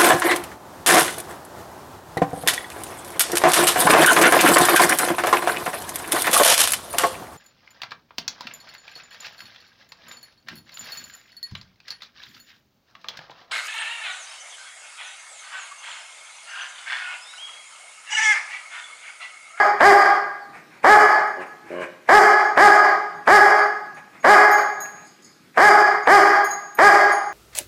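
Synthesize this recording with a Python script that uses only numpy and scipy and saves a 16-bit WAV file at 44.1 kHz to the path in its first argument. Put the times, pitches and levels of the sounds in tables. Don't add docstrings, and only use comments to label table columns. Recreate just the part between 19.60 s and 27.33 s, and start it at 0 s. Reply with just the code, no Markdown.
import sys
import numpy as np
from scipy import signal
from scipy.fft import rfft, irfft
from scipy.io import wavfile
from scipy.ndimage import uniform_filter1d

SR = 44100
rng = np.random.default_rng(int(sys.argv[2]) if len(sys.argv) > 2 else 0)


def digitize_waveform(pressure):
    field = np.atleast_2d(pressure).T
    bounded = np.clip(field, -1, 1)
    quanta = np.round(bounded * 32767).astype(np.int16)
    wavfile.write(sys.argv[1], SR, quanta)


def field_ratio(decibels):
    return 10 ** (np.asarray(decibels, dtype=float) / 20)


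N = 340893
LEAD = 22050

# frequency in Hz, gain in dB.
THROAT = [(100, -29.5), (250, -15), (410, -7), (600, -1.5), (830, 0), (1000, -5), (1230, -3.5),
          (1450, -11.5), (1680, 0), (2050, -10), (2380, -16), (2600, -45), (3100, -25), (4000, -51)]


def evened(x):
    return x / np.sqrt(np.mean(x ** 2) + 1e-20)


def read(points, hz):
    f, value = np.transpose(points)
    return np.interp(np.log(hz + 1), np.log(f + 1), value)


def coloured(x, points):
    hz = np.fft.rfftfreq(len(x), 1 / SR)
    return evened(irfft(rfft(x) * field_ratio(read(points, hz)), len(x)))


def wander(count, smooth):
    return evened(uniform_filter1d(rng.standard_normal(count), smooth))


def resonate(x, hz, width):
    turn = np.exp(2j * np.pi * np.cumsum(hz * np.ones(len(x))) / SR)
    r = np.exp(-np.pi * width / SR)
    low = signal.lfilter([1 - r], [1, -r], x / turn)
    low = signal.lfilter([1 - r], [1, -r], low)
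    return 2 * (turn * low).real


def add(mix, s, sound):
    part = mix[round(s * SR) + LEAD:][:len(sound)]
    part += sound[:len(part)]


def floor():
    # frequency in Hz, level in dB per Hz.
    hum_and_hiss = [(40, -43), (100, -18), (170, -8.5), (240, -12), (350, -9.5), (700, -27), (2100, -22),
                    (3000, -26.5), (4800, -28), (8000, -35), (16000, -41.5)]
    level_db, patch_db = -53.5, 2.2
    frames = (N + LEAD) // 256 + 5
    hz = np.fft.rfftfreq(1024, 1 / SR)
    a, b, patches = rng.standard_normal((frames, 513, 3)).T
    patches = uniform_filter1d(patches, 10, 0)
    patches = evened(uniform_filter1d(patches, 12, 1))
    z = (a + 1j * b) * field_ratio(read(hum_and_hiss, hz)[:, None] + patch_db * patches)
    noise = signal.istft(z, nperseg=1024, noverlap=768)[1]
    return field_ratio(level_db) * evened(noise[:N + LEAD])


def room_tail(taps):
    # frequency in Hz, time to fall by 60 dB in seconds.
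    ring_time = [(100, 0.057), (250, 0.51), (530, 0.56), (1400, 0.65), (2700, 0.54), (4800, 0.56),
                 (8000, 0.39), (11000, 0.4), (16000, 0.45)]
    far_db, far_slower = -26.5, 1.986
    thicken_s = .013
    hz, t, z = signal.stft(taps, SR, nperseg=256)
    fall_db = -60 * t / read(ring_time, hz)[:, None]
    fall = field_ratio(fall_db) + field_ratio(far_db + fall_db / far_slower)
    tail = signal.istft(z * fall, SR, nperseg=256)[1]
    tail = tail * (1 - np.exp(-(np.arange(len(tail)) / SR / thicken_s) ** 2))
    return tail / np.linalg.norm(tail)


def in_room(x, wet_db):
    size = int(1.4 * SR)
    taps = rng.choice([-1., 1.], size) * (rng.random(size) < .06)
    out = field_ratio(wet_db) * signal.fftconvolve(x, room_tail(taps))
    out[:len(x)] += x
    return out


def rattle(db):
    # mode in Hz, level in dB, time to fall by 60 dB in seconds.
    ring_modes = [(4480, -9, 0.43), (5020, -2, 0.43), (6490, -1, 0.31), (6920, 0, 0.23), (8000, -6, 0.16),
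                  (9830, -6, .12)]
    t = np.arange(SR // 3) / SR
    noise = rng.standard_normal(len(t))
    ring = 0
    for hz, mode_db, t60 in ring_modes:
        ring = ring + field_ratio(mode_db - 60 * t / t60) * evened(resonate(noise, hz, 220))
    tick = resonate(noise, 8500, 5000) * field_ratio(4.0 - 60 * t / .03)
    return field_ratio(db) * (ring + tick) * np.minimum(t / .001, 1)


def clink(db, middle_db, top_db, tick_db):
    # mode in Hz, time to fall by 60 dB in seconds, wobble in radians.
    tag_modes = [(4030, 0.23, .1), (5000, .2, .1), (6650, 0.54, 0.022), (9453, 0.31, 1),
                 (10000, 0.13, 0.95), (12040, 0.15, 0.13), (12200, .1, 0.31)]
    t = np.arange(SR // 2) / SR
    levels = [-22, -26, 0, middle_db, middle_db - 0.5, top_db, top_db - 1.5]
    swing = field_ratio(1.6 * wander(len(t), 500))
    rub = wander(len(t), 120)
    ring = 0
    for mode_db, (hz, t60, wobble) in zip(levels, tag_modes):
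        ring = ring + field_ratio(mode_db - 60 * t / t60) * np.sin(2 * np.pi * hz * t + wobble * rub)
    tick = resonate(rng.standard_normal(len(t)), 8000, 4000) * field_ratio(tick_db - 60 * t / 0.044)
    return field_ratio(db) * (ring * swing + tick) * np.minimum(t / .0012, 1)


def sniff(length, from_hz, to_hz, db):
    hz = np.linspace(from_hz, to_hz, int(length * SR))
    return field_ratio(db) * np.sin(2 * np.pi * np.cumsum(hz) / SR) * np.hanning(len(hz))


def pant(db, length):
    # frequency in Hz, level in dB per Hz.
    breath = [(400, -8), (800, 1.5), (1150, -4), (1700, 0), (2400, 0.5), (3000, -18), (5000, -26),
              (9000, -25), (16000, -49)]
    air = rng.standard_normal(SR // 4)[:int(length * SR)]
    swell = np.sin(np.pi * np.linspace(0, 1, len(air)) ** 0.68) ** 2
    return field_ratio(db) * coloured(air, breath) * swell


def cycles(hz, jitter):
    return np.cumsum(hz * (1 + jitter * wander(len(hz), 150))) / SR


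def tract(x, modes):
    return sum((-1) ** k * field_ratio(db) * resonate(x, f, w) for k, (f, w, db) in enumerate(modes))


def grumble(length, db, pulses_hz, muzzle_db):
    # resonance in Hz, width in Hz, level in dB.
    chest = [(196, 200, -16.5), (374, 136, 1), (591, 98, 2)]
    muzzle = [(1086, 110, 5), (1614, 200, 2.5), (2160, 120, -7), (2900, 200, -5)]
    rise_s, swell_db, fade_db = .012, 15, -30
    pitch_sag, muzzle_opens_db = 0.027, -24.5
    t = np.arange(0, length, 1 / SR)
    share = t / length
    turns = cycles(pulses_hz * (1 - pitch_sag * (2 * share - .8) ** 2), jitter=0.048)
    folds = evened(sum(np.cos(2 * np.pi * k * turns) for k in range(1, 40)))
    air = np.exp(-(turns % 1) / 0.84) * rng.standard_normal(len(t))
    upper_db = muzzle_db + muzzle_opens_db * (1 - share)
    voice = evened(tract(folds + 0.66 * air, chest))
    voice = voice + field_ratio(upper_db) * evened(tract(folds + 2.4 * air, muzzle))
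    effort_db = db + swell_db * (share - .5) + fade_db * share ** 4.0
    edges = np.minimum(t / rise_s, 1) * signal.windows.tukey(len(t), .1)
    return field_ratio(effort_db) * edges * voice


def throat(hz):
    grid = np.fft.fftfreq(4096, 1 / SR)
    lag = -signal.hilbert(np.log(field_ratio(read(THROAT, abs(grid))))).imag
    return field_ratio(read(THROAT, hz)), np.interp(hz, grid[:2048], lag[:2048])


def bark(db, top_hz, beat, slack):
    # frequency in Hz, level in dB per Hz.
    rasp = [(300, 1), (800, -3), (1700, 9), (2380, 1.5), (2550, -13), (2800, -16), (3050, -14.5),
            (4000, -10.5), (4900, 4.5), (5800, -7), (7000, -5), (9500, -11.5), (13000, -19.5),
            (16000, -24.5)]
    length = .135 + .055 * slack
    top_at, climb, climb_bend = .52, .49, 1.15
    hold_to, sag, sag_bend = .68, .26, 1.2
    climb_db, sag_db = 25.5, 43
    catch_at, catch_in, catch_db = .025, .035, -18
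    shut_from, shut_db, shut_mouth = 0.777, -3, 0.22
    rasp_db, loose = -17, 1.27

    noise = rng.standard_normal(SR // 4)
    share = np.arange(int(length * SR)) / (length * SR)
    below = climb * (1 - np.sin(np.pi / 2 * np.minimum(share / top_at, 1)) ** climb_bend)
    past = sag * np.maximum((share - hold_to) / (1 - hold_to), 0) ** sag_bend
    shut = np.maximum((share - shut_from) / (1 - shut_from), 0)
    effort_db = catch_db * np.clip(1 - (share - catch_at) / catch_in, 0, 1)
    effort_db = effort_db - climb_db * below - sag_db * past + shut_db * shut
    onset = np.minimum(share / .05, 1)
    hz = top_hz * (1 - below - past) * (1 - slack * np.exp(-share / .1))
    turns = cycles(hz, jitter=0.0054 + .09 * below)

    order = np.arange(1, 36)[:, None] / 2
    gain, lag = throat(order * hz / (1 - shut_mouth * shut))
    gain = gain * np.where(order % 1, beat * field_ratio(0.51 * effort_db), 1)
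    voice = (gain * np.cos(2 * np.pi * order * (turns + 1.3) + lag - .9)).sum(0)

    air = (.25 + np.exp(-(turns % 1) / .2)) * noise[:len(share)]
    breathy = loose * below * coloured(air[::-1], THROAT)
    hiss = field_ratio(rasp_db + 0.5 * effort_db + 2.9 * share) * coloured(air, rasp)
    return field_ratio(db + effort_db) * (evened(voice) + breathy + hiss) * onset


def scene():
    # start in seconds, peak in dB.
    rattles = [
        (5.445, -59.5),
        (5.467, -55.5),
        (5.621, -56.5),
        (5.643, -51),
    ]
    # start in seconds, peak in dB, middle mode in dB, top mode in dB, tick in dB.
    clinks = [(0.03, -45, -18, -24.5, -27), (1.6721, -54, -5, -23, -22), (1.8662, -60, -5, -19, -20),
              (2.8484, -45, -18, -20, -11), (3.5478, -59.5, -14.5, -18, -20), (3.989, -46.5, -2, -20, -32),
              (4.3455, -58, -6, -15, 5), (4.6009, -50, -22.5, -28, -20), (4.9113, -34, -4, 8, -20),
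              (4.9237, -22.5, -20, -10, -20), (5.2036, -29, -17, -7.5, -15), (5.9309, -72, -15, -15, -20),
              (6.4298, -47, -19, -28, -23), (6.8438, -32, -8, -6, -20), (6.9043, -27, -27, -17, -22),
              (7.1486, -43, -6, 2, -25), (7.5113, -38, -21, -9, -20), (7.5209, -39, 2.5, -17.5, -20),
              (7.657, -51, -5, -21, -20)]
    # start in seconds, length in seconds, from Hz, to Hz, level in dB.
    whistle = (.79, .09, 4850, 4100, -54)
    # start in seconds, level in dB, length in seconds.
    pants = [(0.948, -45, 0.012), (5.308, -52, 0.23), (5.249, -38, 0.024), (0.919, -43, 0.13),
             (1.082, -50.5, 0.19), (1.795, -38, 0.076), (2.038, -42, 0.26), (2.191, -33.5, 0.098),
             (2.458, -51, 0.017), (4.358, -41, 0.06), (4.514, -48, 0.13), (5.939, -45.5, 0.038)]
    # start in seconds, length in seconds, level in dB, pulses in Hz, muzzle at the end in dB.
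    grumbles = [
        (1.76, 0.084, -33, 92.4, 4),
        (2.093, .175, -27, 88.04, 2.5),
    ]
    # onset in seconds, effort in dB, top pitch in Hz, share of every-other-pulse beat,
    # slackness of the first pulses from 0 to 1.
    barks = [
        (-.26, 9, 415.6, 0.35, 0),
        (.2, 9, 407.3, 0.22, 0.02),
        (1.238, 9.5, 423.9, 0.28, 0.13),
        (2.485, 10.5, 422.6, 0.23, 0),
        (2.968, 9.5, 415.9, 0.25, 0.04),
        (3.669, 9.5, 419.8, .23, 0.12),
        (4.64, 10, 419.2, 0.34, .1),
        (5.969, 8, 420.1, 0.32, 0.45),
        (6.467, 8, 410.3, 0.16, 0.08),
        (7.183, 8.5, 412.2, 0.27, 0),
    ]
    mix, small, tags = floor(), np.zeros(N + LEAD), np.zeros(N + LEAD)
    for s, db in rattles:
        add(tags, s, rattle(db))
    for s, *row in clinks:
        add(tags, s, clink(*row))
    add(small, whistle[0], sniff(*whistle[1:]))
    for s, *row in pants:
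        add(small, s, pant(*row))
    for s, *row in grumbles:
        add(small, s, grumble(*row))
    for s, *row in barks:
        add(small, s - .016, pant(-24.5, 0.15))
        add(mix, s, in_room(bark(*row), wet_db=-4.0))
    mix += in_room(small, wet_db=-8)[:len(mix)]
    mix += in_room(tags, wet_db=-8.5)[:len(mix)]
    return mix[None, LEAD:]


def roll_off(x):
    return signal.sosfilt(signal.butter(12, 16290, fs=SR, output="sos"), x)


def record(dry):
    bass_cut = signal.butter(2, 110, "high", fs=SR, output="sos")
    x = signal.sosfilt(bass_cut, np.pad(dry, ((0, 0), (LEAD, 0)), "reflect"))

    look_ahead = 10
    peak_db = 20 * np.log10(abs(x[0]) + 1e-9)
    fall = np.arange(N + LEAD) * 250.0 / SR
    held_db = np.maximum.accumulate(peak_db + fall) - fall
    over_db = np.maximum(held_db + 7.0, 0)
    grab = np.exp(-1 / (.00035 * SR))
    cut_db = 0.73 * signal.lfilter([1 - grab], [1, -grab], np.roll(over_db, -look_ahead))
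    x = x / field_ratio(cut_db)

    knee, top = .6, .81
    bent = knee + (top - knee) * np.tanh((abs(x) - knee) / (top - knee))
    x = np.where(abs(x) > knee, np.sign(x) * bent, x)

    band_edge = signal.firwin(511, 15400, window=("kaiser", 9), fs=SR)
    x = signal.oaconvolve(x, band_edge[None], "same")[:, LEAD:]
    x = x * np.minimum(np.arange(N) / 40, 1)
    return roll_off(x)


dry = scene()
out = record(dry)
digitize_waveform(out)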